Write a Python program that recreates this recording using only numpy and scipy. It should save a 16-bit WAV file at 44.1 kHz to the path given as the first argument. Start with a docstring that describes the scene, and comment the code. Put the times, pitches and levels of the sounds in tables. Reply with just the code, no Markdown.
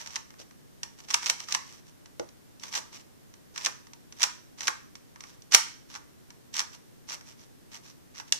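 """In a small bare room, a stiff plastic puzzle cube is twisted by hand just above a wooden table, close to
a laptop's two microphones. In each turn a layer scrapes ever harder by stick-slip friction, catches with
a thin click and seats with a clack, an impact that excites the resonances of the hollow pieces.
During and between turns, pieces click and layers are nudged; soft bumps ring the table's modes under
several clacks and twice between turns. The room reverberates over a faint rumble and hiss."""
import sys
import numpy as np
from scipy import signal
from scipy.fft import rfft, irfft, next_fast_len
from scipy.io import wavfile
from scipy.ndimage import uniform_filter1d

SR = 44100
rng = np.random.default_rng(int(sys.argv[2]) if len(sys.argv) > 2 else 0)


def materialize(psi):
    """Save the field psi as 16-bit PCM at rate SR to the path in sys.argv[1].

    A 1-D psi becomes a single channel; in a 2-D psi each row is a channel.
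    """
    bounded = np.clip(np.atleast_2d(psi).T, -1, 1)
    quanta = np.round(bounded * 32767).astype(np.int16)
    wavfile.write(sys.argv[1], SR, quanta)


N = 369999

# full turns of a layer: (seating time [s], slide length [s], slide level [dB], lead of the catch [s],
# catch level [dB], seat level [dB], hollow knock [dB])
TURNS = [(0.1624, 0.16, -45.5, .0049, -27, -28, 9), (1.1425, 0.061, -35.5, .0044, -27, -14, 2.5),
         (1.2982, 0.081, -32.5, .0058, -50, -15.5, 0), (1.5478, .07, -34.5, .0247, -22.5, -18, 5.5),
         (2.7594, .04, -31.5, .0068, -26, -30, 8.5), (3.6667, 0.12, -39, .0064, -19.5, -23, 11),
         (4.2373, .04, -30.5, .0067, -15, -16, 5.5), (4.68, 0.099, -36.5, .0085, -23, -16.5, 10),
         (5.5467, 0.028, -22.5, .0074, -16, -3, 0.5), (5.959, 0.066, -44, .0074, -36, -37.5, 19.5),
         (6.6025, 0.067, -32, .0094, -20.5, -25, 8.5), (7.128, 0.05, -37.5, .0301, -35, -37.5, -8),
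         (8.199, 0.054, -43.5, .0187, -42.5, -35, 11.5)]
SWELL_DB = 10  # growth of a slide up to its listed level
def turns(thinning_db=-11.5):
    """Double impact: a layer catches with a thin click, then drops into line with a hollow clack."""
    out = np.zeros((2, N))
    for seat_s, _, _, lead_s, catch_db, seat_db, knock_db in TURNS:
        add(out, seat_s - lead_s, gripped_snap(catch_db, knock_db + thinning_db))
        add(out, seat_s, gripped_snap(seat_db, knock_db))
    return out


def gripped_snap(level_db, knock_db):
    """Contact stiffness: in a held layer, a softer impact excites less treble."""
    return snap(level_db, knock_db, edge_db=6 + 0.27 * level_db)


# impact spectrum of the plastic shell: (frequency [Hz], spectral level [dB])
SHELL_SPECTRUM = [(60, -30.5), (450, -18.5), (680, -12.5), (880, -8.5), (2000, -3.5), (3500, -3),
                  (5000, -1.5), (7300, -4.5), (9500, -15.5), (14500, -25.5)]
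def snap(level_db, knock_db, edge_db, contact_t60=0.0036, rattle_t60=0.023, rise_s=0.00086, size=8192):
    """Impact excitation: a hard contact and a brief rattle of neighbouring pieces ring the shell."""
    t, hz = np.arange(size) / SR, np.fft.rfftfreq(size, 1 / SR)
    decay = amp(-60 * t / contact_t60) + amp(-12 - 60 * t / rattle_t60)
    force = rfft(decay * (1 - np.exp(-t / rise_s)) * rng.standard_normal((2, size)))
    # the force's broad trend is divided out, leaving only narrow peaks to chance
    trend_db = 10 * np.log10(uniform_filter1d(np.abs(force) ** 2, 201, axis=1))
    knock_band = along([(550, 0), (850, 1), (1600, 1), (3200, 0)], hz)
    edge_band = along([(6500, 0), (10000, 1)], hz)
    pitch = np.exp(0.041 * rng.standard_normal())  # no two pieces ring alike
    colour_db = along(SHELL_SPECTRUM, hz) + cavities_db(hz, pitch) + ports_db(hz)
    colour_db += knock_db * knock_band + edge_db * edge_band
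    crack = unit(irfft(force * minimum_phase(colour_db - trend_db)))
    crack *= np.sqrt(0.005 * SR / size)  # the energy of 5 ms at unit power
    hollowness = 1 / (1 + amp(-knock_db))
    return amp(level_db) * (crack + hollowness * body_ring(t))


# air and wall resonances of the pieces: (frequency [Hz], bandwidth [Hz], gain [dB])
CAVITY_RESONANCES = [(918, 110, 8), (1146, 130, 5.5), (1440, 67, -0.5), (2200, 100, 2.5), (2920, 960, 2)]
def cavities_db(hz, pitch=1):
    """Cavity resonance: the hollow pieces emphasise bands around their natural frequencies."""
    return sum(db * bell(hz, centre * pitch, width) for centre, width, db in CAVITY_RESONANCES)


# modes of the whole cube: (frequency [Hz], relative level [dB], T60 [s])
BODY_MODES = [(890, -21, .05), (1020, -20, .06), (1140, -21, .055)]
def body_ring(t, rise_s=0.0018, gain_db=-2):
    """Damped free vibration: the cube rings on in the hands, its modes slightly detuned by each grip."""
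    detunings = 1 + 0.005 * rng.standard_normal(len(BODY_MODES))
    phases = 2 * np.pi * rng.random((len(BODY_MODES), 2, 1))
    ring = sum(amp(db - 60 * t / t60) * np.sin(2 * np.pi * hz * detuning * t + phase)
               for (hz, db, t60), detuning, phase in zip(BODY_MODES, detunings, phases))
    return amp(gain_db) * ring * (1 - np.exp(-t / rise_s))


# clicks of loose pieces: (time [s], level [dB], hollow knock [dB])
LOOSE_CLICKS = [(0.061, -38, 8), (0.0731, -36.5, 1), (.3048, -48.5, 9), (0.3396, -51, 17),
                (.5096, -51, 11.5), (.8319, -28, 1), (1.1034, -29, 2), (1.1085, -28, 3), (1.2302, -33.5, 9),
                (1.2598, -24, -2), (1.2665, -26, 0), (1.2756, -31.5, -10), (1.4025, -33.5, 2),
                (1.4858, -34, 6), (2.058, -47.5, 4), (2.196, -34.5, 8), (2.289, -50.5, -2),
                (2.597, -48, -17), (2.6353, -34, 5), (3.339, -49, 5.5), (3.5601, -35.5, 9),
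                (3.5771, -29, 2), (3.6484, -23.5, -13), (3.8692, -49.5, 8), (3.9336, -43, 4),
                (4.124, -42, 0.5), (4.2192, -23, 3), (4.6066, -30.5, 2), (4.9538, -41, 2),
                (5.1591, -45, 16.5), (5.2063, -39.5, 4), (5.2378, -40, 11), (5.4206, -48, -20),
                (5.5214, -26, -5), (6.304, -45, 6.5), (6.541, -31.5, -8), (6.5663, -27.5, -6),
                (7.21, -46.5, 8), (8.323, -14.5, -7.5)]
def loose_pieces():
    """Free impact: undamped by the fingers, a loose piece keeps its treble however softly it clicks."""
    out = np.zeros((2, N))
    for time_s, level_db, knock_db in LOOSE_CLICKS:
        add(out, time_s, snap(level_db, knock_db, edge_db=0.5))
    return out


def snags(per_turn=4, above_slide_db=3, spread_db=1):
    """Glancing impacts: edges of the pieces brush past each other at random moments of each turn."""
    out = np.zeros((2, N))
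    for seat_s, length_s, slide_db, *_ in TURNS:
        remaining = (np.arange(per_turn) + rng.random(per_turn)) / per_turn
        for share, scatter_db in zip(remaining, spread_db * rng.standard_normal(per_turn)):
            level_db = slide_db + above_slide_db - SWELL_DB * share + scatter_db
            add(out, seat_s - share * length_s, gripped_snap(level_db, knock_db=5.5))
    return out


# plastic sliding on plastic: (frequency [Hz], spectral level [dB])
FRICTION_SPECTRUM = [(60, -34.5), (600, -8.5), (880, -8), (2000, -7), (3300, -7.5), (5000, -5.5),
                     (7300, -8.5), (9500, -17), (14500, -22)]
# layers nudged without seating: (start [s], end [s], mid-stroke level [dB])
NUDGES = [(-.04, 0.039, -43.5), (0.383, 0.433, -46.5), (0.978, 1.014, -47.5), (1.029, 1.058, -51.5),
          (1.377, 1.458, -44.5), (1.6, 1.804, -52), (1.854, 1.908, -56.5), (2.607, 2.711, -45),
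          (2.766, 2.798, -35), (2.919, 2.983, -44.5), (2.982, 3.026, -53.5), (4.158, 4.205, -51),
          (5.193, 5.362, -55.5), (6.725, 6.763, -46), (7.126, 7.165, -44), (7.25, 7.336, -51),
          (7.376, 7.455, -55), (7.714, 7.785, -44.5), (7.827, 7.926, -52), (8.267, 8.3, -52.5)]
def scraping(fade_s=0.0098, overrun_s=0.015, nudge_arch_db=8.5):
    """Friction noise follows pressure: a turn presses ever harder, a nudge swells and eases off."""
    out, t = np.zeros((2, N)), np.arange(N) / SR
    friction = (1 + stick_slip()) * rng.standard_normal((2, N))
    rasp = filtered(friction, lambda hz: amp(along(FRICTION_SPECTRUM, hz) + cavities_db(hz) + ports_db(hz)))
    pressing = lambda progress: SWELL_DB * (progress - 1)
    easing = lambda progress: -nudge_arch_db * (2 * progress - 1) ** 2
    strokes = [(seat_s - length_s, seat_s + overrun_s, db, pressing) for seat_s, length_s, db, *_ in TURNS]
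    strokes += [(start, end, db, easing) for start, end, db in NUDGES]
    for start, end, db, shape_db in strokes:
        span = (t > start - fade_s) & (t < end + fade_s)
        inside_s = np.minimum(t[span] - start, end - t[span])
        contact = np.clip((inside_s + fade_s) / (2 * fade_s), 0, 1)
        progress = np.clip((t[span] - start) / (end - start), 0, 1)
        out[:, span] += contact * amp(db + shape_db(progress)) * unit(rasp[:, span])
    return out


def stick_slip(per_s=700, spread_db=4, t60=0.005):
    """Stick-slip force: tiny random contacts of uneven size, each dying in milliseconds."""
    slips = rng.random(N) < per_s / SR
    sizes = amp(spread_db * np.minimum(rng.exponential(size=N), 2.5))
    release = amp(-60 * np.arange(SR // 20) / SR / t60)
    return unit(signal.fftconvolve(slips * sizes, release)[:N])


# modes of the wooden top: (frequency [Hz], relative level [dB], T60 [s])
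TABLE_MODES = [(95, -26, .12), (245, -20, .07), (350, -9, .065), (490, -2, .028), (555, 0, .022),
               (805, -12, .04), (1465, -14, .025)]
# soft blows on the table: (time [s], level [dB])
TABLE_BUMPS = [(0.398, -37), (2.1968, -16.5), (3.667, -31.5), (4.236, -55), (4.682, -26.5), (5.546, -27.5)]
def table_bumps(rise_s=0.0022):
    """Plate vibration: soft blows ring the table's modes, a quarter cycle apart at the microphones."""
    out, t = np.zeros((2, N)), np.arange(SR // 4) / SR
    phase = np.array([[0], [np.pi / 2]])
    ring = sum(amp(db - 60 * t / t60) * np.sin(2 * np.pi * hz * t + phase) for hz, db, t60 in TABLE_MODES)
    for time_s, level_db in TABLE_BUMPS:
        add(out, time_s, amp(level_db) * ring * (1 - np.exp(-t / rise_s)))
    return out


# reverberation time: (frequency [Hz], T60 [s])
ROOM_T60 = [(200, .17), (650, .17), (1100, .4), (2000, .43), (6000, .41), (9000, .32), (14000, .23)]
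# strength of the reverberation: (frequency [Hz], relative level [dB])
ROOM_SPECTRUM = [(200, -6.5), (650, -1), (1150, -4.5), (3000, -12), (6000, -11), (9000, -8), (14000, -8)]
def room(direct, delay_s=0.0056, early_db=3, early_s=0.037, blocks=24):
    """Reverberation: near walls answer first, then a diffuse tail that varies slightly from moment to moment."""
    out, step = np.zeros((2, N)), N // blocks + 1
    for start in range(0, N, step):
        hz, t, noise = signal.stft(rng.standard_normal((2, SR * 2 // 3)), SR, nperseg=256)
        decay = amp(-60 * t / along(ROOM_T60, hz)[:, None] + early_db * np.exp(-t / early_s))
        decay /= np.sqrt(np.mean(decay ** 2, axis=1, keepdims=True))
        tail = signal.istft(noise * decay * amp(along(ROOM_SPECTRUM, hz))[:, None], SR, nperseg=256)[1]
        tail /= np.sqrt(tail.shape[1])
        add(out, start / SR + delay_s, signal.fftconvolve(direct[:, start:start + step], tail, axes=1))
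    return out


# room rumble and microphone hiss: (frequency [Hz], spectral level [dB])
NOISE_SPECTRUM = [(20, -15), (50, -10), (85, -3), (125, 0), (190, -5), (245, -4), (600, -16), (1300, -23.5),
                  (1750, -23.5), (2400, -28), (7000, -30), (14500, -32.5)]
def noise_floor(level_db=-52, airborne=0.28):
    """Stationary noise: steady rumble and hiss, of which only the airborne part rings the ports."""
    response = lambda hz: amp(along(NOISE_SPECTRUM, hz) + airborne * ports_db(hz))
    return amp(level_db) * unit(filtered(rng.standard_normal((2, N)), response))


# microphone ports: (frequency [Hz], bandwidth [Hz], left gain [dB], right gain [dB])
PORT_RESONANCES = [(1863, 200, -3.5, 5), (5576, 420, 3, 5.5), (5963, 770, 0.5, 9.5),
                   (10200, 3300, -0.5, -4.5)]
def ports_db(hz):
    """Port resonance: each opening colours its channel; the right one whistles near 6 kHz."""
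    return sum(np.array([[left], [right]]) * bell(hz, centre, width)
               for centre, width, left, right in PORT_RESONANCES)


# response of the two microphones' sum: (frequency [Hz], gain [dB])
SUM_RESPONSE = [(40, -8), (110, -12), (200, -8), (400, -5), (700, -5), (1300, -2.5), (3000, -.5)]
def microphone_pair(left, right):
    """Destructive interference: with opposite polarity, long waves partly cancel in the pair's sum."""
    mid = filtered((left + right) / 2, lambda hz: amp(along(SUM_RESPONSE, hz)))
    side = (left - right) / 2
    return np.array([mid + side, mid - side])


def amp(db):
    return 10 ** (np.asarray(db) / 20)


def unit(x):
    return x / np.sqrt(np.mean(x ** 2) + 1e-20)


def along(points, hz):
    """Interpolation of (frequency [Hz], value) points on a logarithmic axis."""
    frequencies, values = np.transpose(points)
    return np.interp(np.log(hz + 1), np.log(frequencies + 1), values)


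def bell(hz, centre_hz, width_hz):
    """Lorentzian resonance curve, 1 at its centre."""
    return 1 / (1 + (2 * (hz - centre_hz) / width_hz) ** 2)


def filtered(x, response):
    """Linear filtering: the spectrum times a frequency response."""
    size = next_fast_len(N + SR // 2)
    return irfft(rfft(x, size) * response(np.fft.rfftfreq(size, 1 / SR)), size)[..., :N]


def minimum_phase(db):
    """Causality: a response with these gains that rings only after the blow."""
    cepstrum = irfft(np.log(amp(db)))
    half = cepstrum.shape[-1] // 2
    cepstrum[..., 1:half] *= 2
    cepstrum[..., half + 1:] = 0
    return np.exp(rfft(cepstrum))


def add(track, time_s, sound):
    """Superposition of a sound on the track."""
    start = max(round(time_s * SR), 0)
    part = track[:, start:start + sound.shape[-1]]
    part += sound[..., :part.shape[1]]


def scene():
    """Superposition: direct sound, reverberation and noise meet at the two microphones."""
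    direct = turns() + loose_pieces() + snags() + scraping() + table_bumps()
    return microphone_pair(*(direct + room(direct) + noise_floor()))


def record(dry, cutoff_hz=14750):
    """Clipping and band limiting: peaks stop at full scale, then a steep low-pass cuts the top."""
    return filtered(np.clip(dry, -1, 1), lambda hz: 1 / (1 + (hz / cutoff_hz) ** 120))


dry = scene()
out = record(dry)
materialize(out)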